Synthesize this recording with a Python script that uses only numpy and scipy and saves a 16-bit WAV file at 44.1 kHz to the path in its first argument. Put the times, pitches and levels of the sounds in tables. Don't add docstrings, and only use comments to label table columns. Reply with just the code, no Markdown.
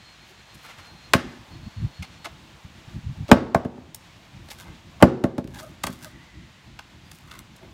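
import sys
import numpy as np
from scipy import signal
from scipy.fft import rfft, irfft, next_fast_len
from scipy.io import wavfile
from scipy.ndimage import minimum_filter1d, map_coordinates

SR = 44100
rng = np.random.default_rng(int(sys.argv[2]) if len(sys.argv) > 2 else 0)


def dump(signal):
    limited = np.clip(np.atleast_2d(signal).T, -1, 1)
    pcm = np.round(limited * 32767).astype(np.int16)
    wavfile.write(sys.argv[1], SR, pcm)


N = 340893

# start in seconds, # blow
# level in dB, brightness in Hz, hollowness as a Q, crack level in dB, thud level in dB, # thud lag in seconds.
BLOW_EVENTS = [(1.135, -2.5, 1300, 0.78, -13, -4.5, .012), (3.3146, 12, 613, 0.67, -16, 12, .0018),
               (3.5464, 4.5, 746, 2.25, -23.5, 0.5, 0.0046), (3.649, -13, 463, 1.3, -45, -6.5, 0.0026),
               (3.778, -27.5, 450, 1.0, -70, -24, 0.0024), (5.012, -21, 800, 1.2, -47.5, -23, 0.0007),
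               (5.0252, 11.5, 475, 0.88, -15.5, 12.5, 0.0034), (5.239, -0.5, 477, 0.82, -29, 1.5, 0.0012),
               (5.3807, -9, 440, 0.89, -33, -5.5, 0.0015), (5.4425, -30.5, 388, 0.76, -42.5, -14.5, 0.001),
               (5.475, -44, 522, 1.0, -40.5, -26, 0.0016), (5.837, -15.5, 1200, 2.6, -25, -24, 0.0018),
               (5.869, -19, 1200, 1.5, -32, -25, 0.0031), (5.891, -39, 450, 1.0, -60, -20.5, 0.0012)]
# frequency in Hz, relative level in dB, t60 in seconds.
POST_MODES = [(348, -2.5, 0.16), (458, -1.5, 0.089), (537.4, -5, 0.15), (584, 1, 0.12), (670, -1.5, 0.11),
              (758, -1, 0.049), (884, 3, 0.048), (1089, -2.5, .09), (1154, -12.5, .06), (1206, -5, .08),
              (1550, -3, 0.082), (1685, -3, 0.05), (1750, -15.5, .07), (2096, -0.5, 0.083),
              (2110, -5, 0.076), (2600, -13.5, .05), (2897, -23.5, .08), (3312, -10.5, 0.096),
              (3815, -23, 0.045), (4130, -25, 0.15)]
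# frequency in Hz, relative level in dB, t60 in seconds.
FOOT_MODES = [(57.5, -15, 0.068), (81, -7, 0.067), (131.3, -6, 0.084), (189.5, -3.5, 0.054),
              (244, -0.5, 0.061), (325, -13, 0.076), (378, -13, 0.1)]
# start in seconds, level in dB, length in seconds, brightness in Hz.
CRACK_EVENTS = [(0.541, -51, 0.017, 8000), (2.0234, -41, 0.0091, 3050), (2.033, -47.5, 0.02, 2180),
                (2.244, -38, 0.019, 2700), (2.251, -42.5, 0.022, 1360), (3.28, -44, 0.02, 2530),
                (3.289, -36.5, 0.024, 453), (3.946, -28.5, 0.0036, 8950), (4.486, -45.5, 0.0035, 2660),
                (4.502, -39.5, 0.015, 3680), (5, -43, 0.0075, 1186), (5.544, -41, 0.0051, 5000),
                (5.586, -37.5, 0.017, 3440), (5.63, -40.5, 0.0013, 8000), (5.8342, -30.5, 0.0091, 5200),
                (5.866, -33, 0.0071, 6730), (6.79, -40.5, 0.0058, 2630), (7.115, -44.5, 0.0042, 4040),
                (7.3115, -43, 0.0068, 2590), (7.3906, -38.5, 0.0017, 7530), (7.562, -49.5, 0.0057, 8950)]
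# start in seconds, level in dB, length in seconds, pitch in Hz.
CREAK_EVENTS = [(0.298, -50.5, 0.041, 373), (5.586, -46, 0.068, 600), (5.619, -33.5, 0.035, 616),
                (5.654, -41.5, 0.035, 620), (6.051, -41.5, 0.039, 620), (7.612, -47.5, 0.059, 380)]
# start in seconds, level in dB before a small trim, length in seconds.
PUFF_EVENTS = [(1.625, -40, 0.028), (1.659, -35, 0.028), (1.76, -32.5, 0.038), (1.792, -25.5, 0.088),
               (1.99, -33.5, 0.049), (2.64, -41, 0.033), (2.871, -40, 0.025), (2.936, -34, 0.066),
               (3.026, -31.5, 0.12), (3.166, -32, 0.093)]
# frequency in Hz, relative level in dB.
LEAVES_SPECTRUM = [(300, -25.5), (700, -14.5), (1400, -0.5), (1950, 0), (2700, -0.5), (3700, -2),
                   (5000, -8), (7100, -11.5), (8500, -18), (10500, -25.5), (16000, -36)]
# frequency in Hz, relative level in dB.
RUMBLE_SPECTRUM = [(15, -32.5), (28, -24.5), (50, -1), (80, -0.5), (147, -1.5), (200, -4.5), (260, -9.5),
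                   (350, -9), (420, -32.5), (600, -28), (1300, -67)]
# frequency in Hz, t60 in seconds.
WALL_DECAY = [(80, 0.46), (300, 0.66), (700, 0.7), (2000, 0.6), (6000, 0.61), (14000, 0.29)]
# frequency in Hz, relative level in dB.
ECHO_SPECTRUM = [(60, -4), (160, -1.5), (250, -0.5), (340, 6.5), (430, 0), (560, -4.5), (900, -4),
                 (1600, -2), (2500, -3.5), (4500, -2), (15000, -9)]
# frequency in Hz, relative level in dB.
ROAD_SPECTRUM = [(250, -20), (420, -2), (650, 1), (870, 2.5), (1200, -1), (1800, -33.5), (4000, -25)]
# time of the peak in seconds, level in dB, length in seconds, brightness in Hz.
RUB_STROKES = [(0.294, -61, .08, 12000), (0.643, -59, 0.12, 8000), (4.522, -47.5, 0.069, 5000),
               (4.61, -45.5, 0.055, 3700), (4.681, -56.5, 0.11, 750), (5.558, -44, 0.082, 1500),
               (5.616, -46, .12, 5300), (5.938, -52, 0.076, 6000), (6.046, -45.5, 0.084, 3900),
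               (7.15, -54.5, 0.13, 7500), (7.344, -50.5, 0.13, 2000), (7.64, -58.5, 0.088, 382)]
# time in seconds, level in dB.
RUMBLE_COURSE = [(0, -56), (.6, -55), (1.15, -48), (2.5, -52.5), (3.75, -44.5), (4.2, -51.5), (5.5, -45.5),
                 (6.5, -52.5), (7.73, -46.5)]
# start in seconds, length in seconds, level in dB, pitch in Hz.
TRILL_EVENTS = [(-.05, 0.33, -59, 4240), (.3, .52, -62, 4180), (0.776, 0.33, -57, 4200),
                (1.26, 0.11, -59, 4240), (1.49, .78, -60, 4310), (7.001, 0.16, -63.5, 4840)]
# time in seconds, level in dB.
ROAD_COURSE = [(0, -60.5), (1, -57), (2.4, -57), (5.6, -59), (6.6, -63.5), (7.73, -59)]

TRILL_EDGE_S = 0.043
LEAVES_DB, LEAVES_DB_PER_S = -52.5, -0.5
RUB_EDGE_DB, RUB_RISE = 12.5, 0.55
SNAGS_PER_S, SNAG_DB, RUB_KNOCK_DB = 150, -2, 0
SWING_S, SWING_LENGTH_S, SWING_DB = 0.714, 0.14, -50
SHARP_RISE_S, SOFT_RISE_S, SHARP_CRACK_DB = 0.00042, 0.0023, -14
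RING_DB, RING_LOSS, RING_MAX_DB = -6.5, 0.45, -7.5
WHINE_S, WHINE_LENGTH_S, WHINE_DB, WHINE_HZ = 6.2, 0.31, -58.5, 1980
TOP_HZ = 15850


def amp(db):
    return 10 ** (np.asarray(db) / 20)


def unit(x):
    return x / np.sqrt(np.mean(x ** 2) + 1e-20)


def along(points, hz):
    f, v = np.transpose(points)
    return np.interp(np.log(hz + 1), np.log(f + 1), v)


def course(rows):
    s, value = np.transpose(rows)
    return np.interp(np.arange(N) / SR, s, value)


def wobble(rate):
    knots = rng.standard_normal(int(N * rate / SR) + 4)
    return map_coordinates(knots, [np.arange(N) * rate / SR])


def filtered(x, response):
    m = next_fast_len(len(x) + SR // 4)
    spectrum = rfft(x, m) * response(np.fft.rfftfreq(m, 1 / SR))
    return irfft(spectrum, m)[:len(x)]


def coloured(x, response):
    y = filtered(x, response)
    return y * np.linalg.norm(x) / np.linalg.norm(y)


def noise(response, size):
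    return unit(filtered(rng.standard_normal(size), response))


def band(hz, centre_hz, q):
    damping = 1j * hz * centre_hz / q
    return damping / (centre_hz ** 2 - hz ** 2 + damping)


def add(track, s, sound):
    part = track[max(0, round(s * SR)):][:len(sound)]
    part += sound[:len(part)]


def swell(length):
    return np.sin(np.linspace(0, np.pi, max(8, int(length * SR))))


def bump(peak_s, half_length_s):
    return np.exp(-((np.arange(N) / SR - peak_s) / half_length_s) ** 2)


def ring(modes, t, weight, scatter_db):
    hz, db, t60 = np.transpose(modes)
    sign = (-1) ** np.arange(len(hz))
    gain = amp(db + scatter_db * rng.standard_normal(len(hz))) * weight(hz) * sign
    tones = np.sin(2 * np.pi * np.outer(hz, t)) * amp(-60 * t / t60[:, None])
    return gain / np.linalg.norm(gain) @ tones


def fibres(size, rate, spread_db):
    snaps = (rng.random(size) < rate / SR) * rng.standard_normal(size)
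    return unit(snaps * amp(spread_db * rng.standard_normal(size)))


def gripped(x):
    t = np.arange(SR // 8) / SR
    grip = amp(-60 * t / 0.022)
    body = ring(POST_MODES, t, np.ones_like, scatter_db=4.5) * grip
    return signal.fftconvolve(x, body / np.linalg.norm(body))[:len(x)]


def insects():
    out, t = np.zeros(N), np.arange(N) / SR
    for s, length, db, pitch_hz in TRILL_EVENTS:
        gate = np.clip(np.minimum(t - s, s + length - t) / TRILL_EDGE_S, 0, 1)
        turns = np.cumsum(pitch_hz + 25 * wobble(160)) / SR
        out += amp(db) * gate * np.sin(2 * np.pi * turns)
    return out * amp(3.7 * wobble(30.25))


def yard():
    def rush(spectrum):
        return noise(lambda hz: amp(along(spectrum, hz)), N)

    leaves_db = LEAVES_DB + LEAVES_DB_PER_S * np.arange(N) / SR
    rumble = amp(course(RUMBLE_COURSE) + 3.7 * wobble(22)) * rush(RUMBLE_SPECTRUM)
    road = amp(course(ROAD_COURSE) + 1.2 * wobble(14)) * rush(ROAD_SPECTRUM)
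    leaves = amp(leaves_db + 0.7 * wobble(20)) * rush(LEAVES_SPECTRUM)
    return rumble + road + leaves


def rubs():
    out, t = np.zeros(N), np.arange(-SR // 4, SR // 4) / SR
    for s, db, length, bright_hz in RUB_STROKES:
        from_peak = np.maximum(-t / RUB_RISE, t / (1 - RUB_RISE)) / length
        pressure = amp(-RUB_EDGE_DB * from_peak)
        grit = fibres(len(t), rate=1400, spread_db=1.0)
        snags = fibres(len(t), rate=SNAGS_PER_S, spread_db=4.5)
        drag = filtered(grit + amp(SNAG_DB) * snags, lambda hz: band(hz, bright_hz, q=0.55))
        scrape = pressure * unit(drag)
        add(out, s + t[0], amp(db) * (scrape + amp(RUB_KNOCK_DB) * gripped(scrape)))
    return out


def creaks():
    out = np.zeros(N)
    for s, db, length, pitch_hz in CREAK_EVENTS:
        shape = swell(length)
        jitter = 0.044 * noise(lambda hz: hz < 200, len(shape))
        turns = np.cumsum(pitch_hz * (1 + jitter)) / SR
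        tone = np.sin(2 * np.pi * turns) + 0.37 * np.sin(4 * np.pi * turns)
        add(out, s, amp(db) * shape * tone)
    return out


def paving(x):
    t = np.arange(SR // 12) / SR
    early = fibres(len(t), rate=2900, spread_db=4.0) * (t > 0.007) * amp(-60 * t / 0.079)
    return amp(-13) * signal.fftconvolve(x, early / np.linalg.norm(early))[:N]


def echo():
    hz, t, z = signal.stft(rng.standard_normal(SR * 3 // 4), SR, nperseg=256)
    tail_db = along(ECHO_SPECTRUM, hz)[:, None] - 60 * t / along(WALL_DECAY, hz)[:, None]
    tail = signal.istft(z * amp(tail_db), SR, nperseg=256)[1]
    t = np.arange(len(tail)) / SR
    slap = np.exp(-((t - 0.057) / 0.026) ** 2)
    tail = tail * (1 - np.exp(-t / 0.007)) * amp(2.6 * slap)
    return tail / np.linalg.norm(tail)


def houses(handling, count):
    echoes = sum(signal.fftconvolve(blows() + handling, echo())[:N] for _ in range(count))
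    return amp(-19.5) * echoes / np.sqrt(count)


def cracks():
    out, t = np.zeros(N), np.arange(SR // 8) / SR
    for s, db, length, bright_hz in CRACK_EVENTS:
        colour = lambda hz: band(hz, bright_hz, q=0.67) / (1 + 1j * hz / (1.5 * bright_hz))
        snaps = unit(filtered(fibres(len(t), rate=6300, spread_db=2.5), colour))
        onset = 1 - np.exp(-t / (0.061 * length))
        release = np.exp(-np.maximum(t - length, 0) / 0.0013)
        run = snaps * onset * release
        add(out, s, amp(db) * (run + amp(-4.0) * gripped(run)))
    return out


def swing():
    cloth = noise(lambda hz: band(hz, 1450, q=1.0) / (1 + 1j * hz / 6000), N)
    return amp(SWING_DB + 4 * wobble(41.5)) * bump(SWING_S, SWING_LENGTH_S) * cloth


def burst(t, t60):
    shape = amp(-60 * t / t60)
    x = rng.standard_normal(len(t)) * shape
    for _ in range(3):
        z = rfft(x)
        x = irfft(z / (abs(z) + 1e-9), len(t)) * np.minimum(1, 4 * shape)
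    return x * np.linalg.norm(shape) / np.linalg.norm(x)


def blows():
    out, t = np.zeros(N), np.arange(SR // 7) / SR
    for s, db, bright_hz, hollow, crack_db, thud_db, lag in BLOW_EVENTS:
        rise = np.minimum(SHARP_RISE_S * amp(SHARP_CRACK_DB - crack_db), SOFT_RISE_S)
        ring_db = np.minimum(RING_DB - RING_LOSS * db, RING_MAX_DB)
        contact = lambda hz: band(hz, bright_hz, q=hollow) / (1 + 1j * hz / (1.98 * bright_hz))
        modes = ring(POST_MODES, t, lambda hz: abs(contact(hz)), scatter_db=1.54)
        crush = coloured(burst(t, t60=0.033), contact)
        wood = (amp(ring_db) * modes + amp(-3.0) * crush) * (1 - np.exp(-t / rise))
        splinters = amp(3.5) * burst(t, t60=0.021) + amp(-17) * burst(t, t60=0.15)
        crack = coloured(splinters, lambda hz: band(hz, 2100, q=0.65) / (1 + 1j * hz / 15000))
        add(out, s, amp(db) * wood + amp(crack_db) * crack)
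        thud = ring(FOOT_MODES, t, np.ones_like, scatter_db=1.5) * (1 - np.exp(-t / 0.0017))
        add(out, s + lag, amp(thud_db) * thud)
    return out


def puffs():
    out = np.zeros(N)
    eddy = lambda hz: band(hz, 91.6, q=1.22) / (1 + (hz / 240) ** 6)
    for s, db, length in PUFF_EVENTS:
        shape = swell(length)
        gust = unit(shape * noise(eddy, SR // 4)[:len(shape)])
        add(out, s, amp(db - 0.5) * gust)
    return out


def whine():
    tone = noise(lambda hz: band(hz, WHINE_HZ, q=7.4) ** 2, N)
    return amp(WHINE_DB) * bump(WHINE_S, WHINE_LENGTH_S) * tone


def scene():
    handling = cracks() + rubs() + creaks()
    wood = blows() + handling
    answers = paving(wood) + houses(handling, count=4)
    surroundings = yard() + insects() + whine()
    return (wood + answers + swing() + puffs() + surroundings)[None]


def lagged(x, seconds):
    k = np.exp(-1 / (seconds * SR))
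    return signal.lfilter([1 - k], [1, -k], x)


def gain_control(x, threshold_db, depth_db, hold, release_db):
    level_db = 10 * np.log10(lagged(x ** 2, 0.014) + 1e-12)
    over = np.clip(level_db - threshold_db, 0, depth_db)
    half = int(hold * SR / 2)
    held = -minimum_filter1d(-over, 2 * half + 1, origin=half, mode="constant")
    ramp = release_db * np.arange(N) / SR
    cut_db = np.maximum.accumulate(held + ramp) - ramp
    return x * amp(-lagged(cut_db, 0.026))


def record(dry):
    x = gain_control(dry[0], threshold_db=-11, depth_db=7, hold=0.36, release_db=30)
    x = x / (1 + np.abs(x / 0.98) ** 6) ** (1 / 6)
    return filtered(x, lambda hz: 1 / (1 + (hz / TOP_HZ) ** 120))[None]


dry = scene()
out = record(dry)
dump(out)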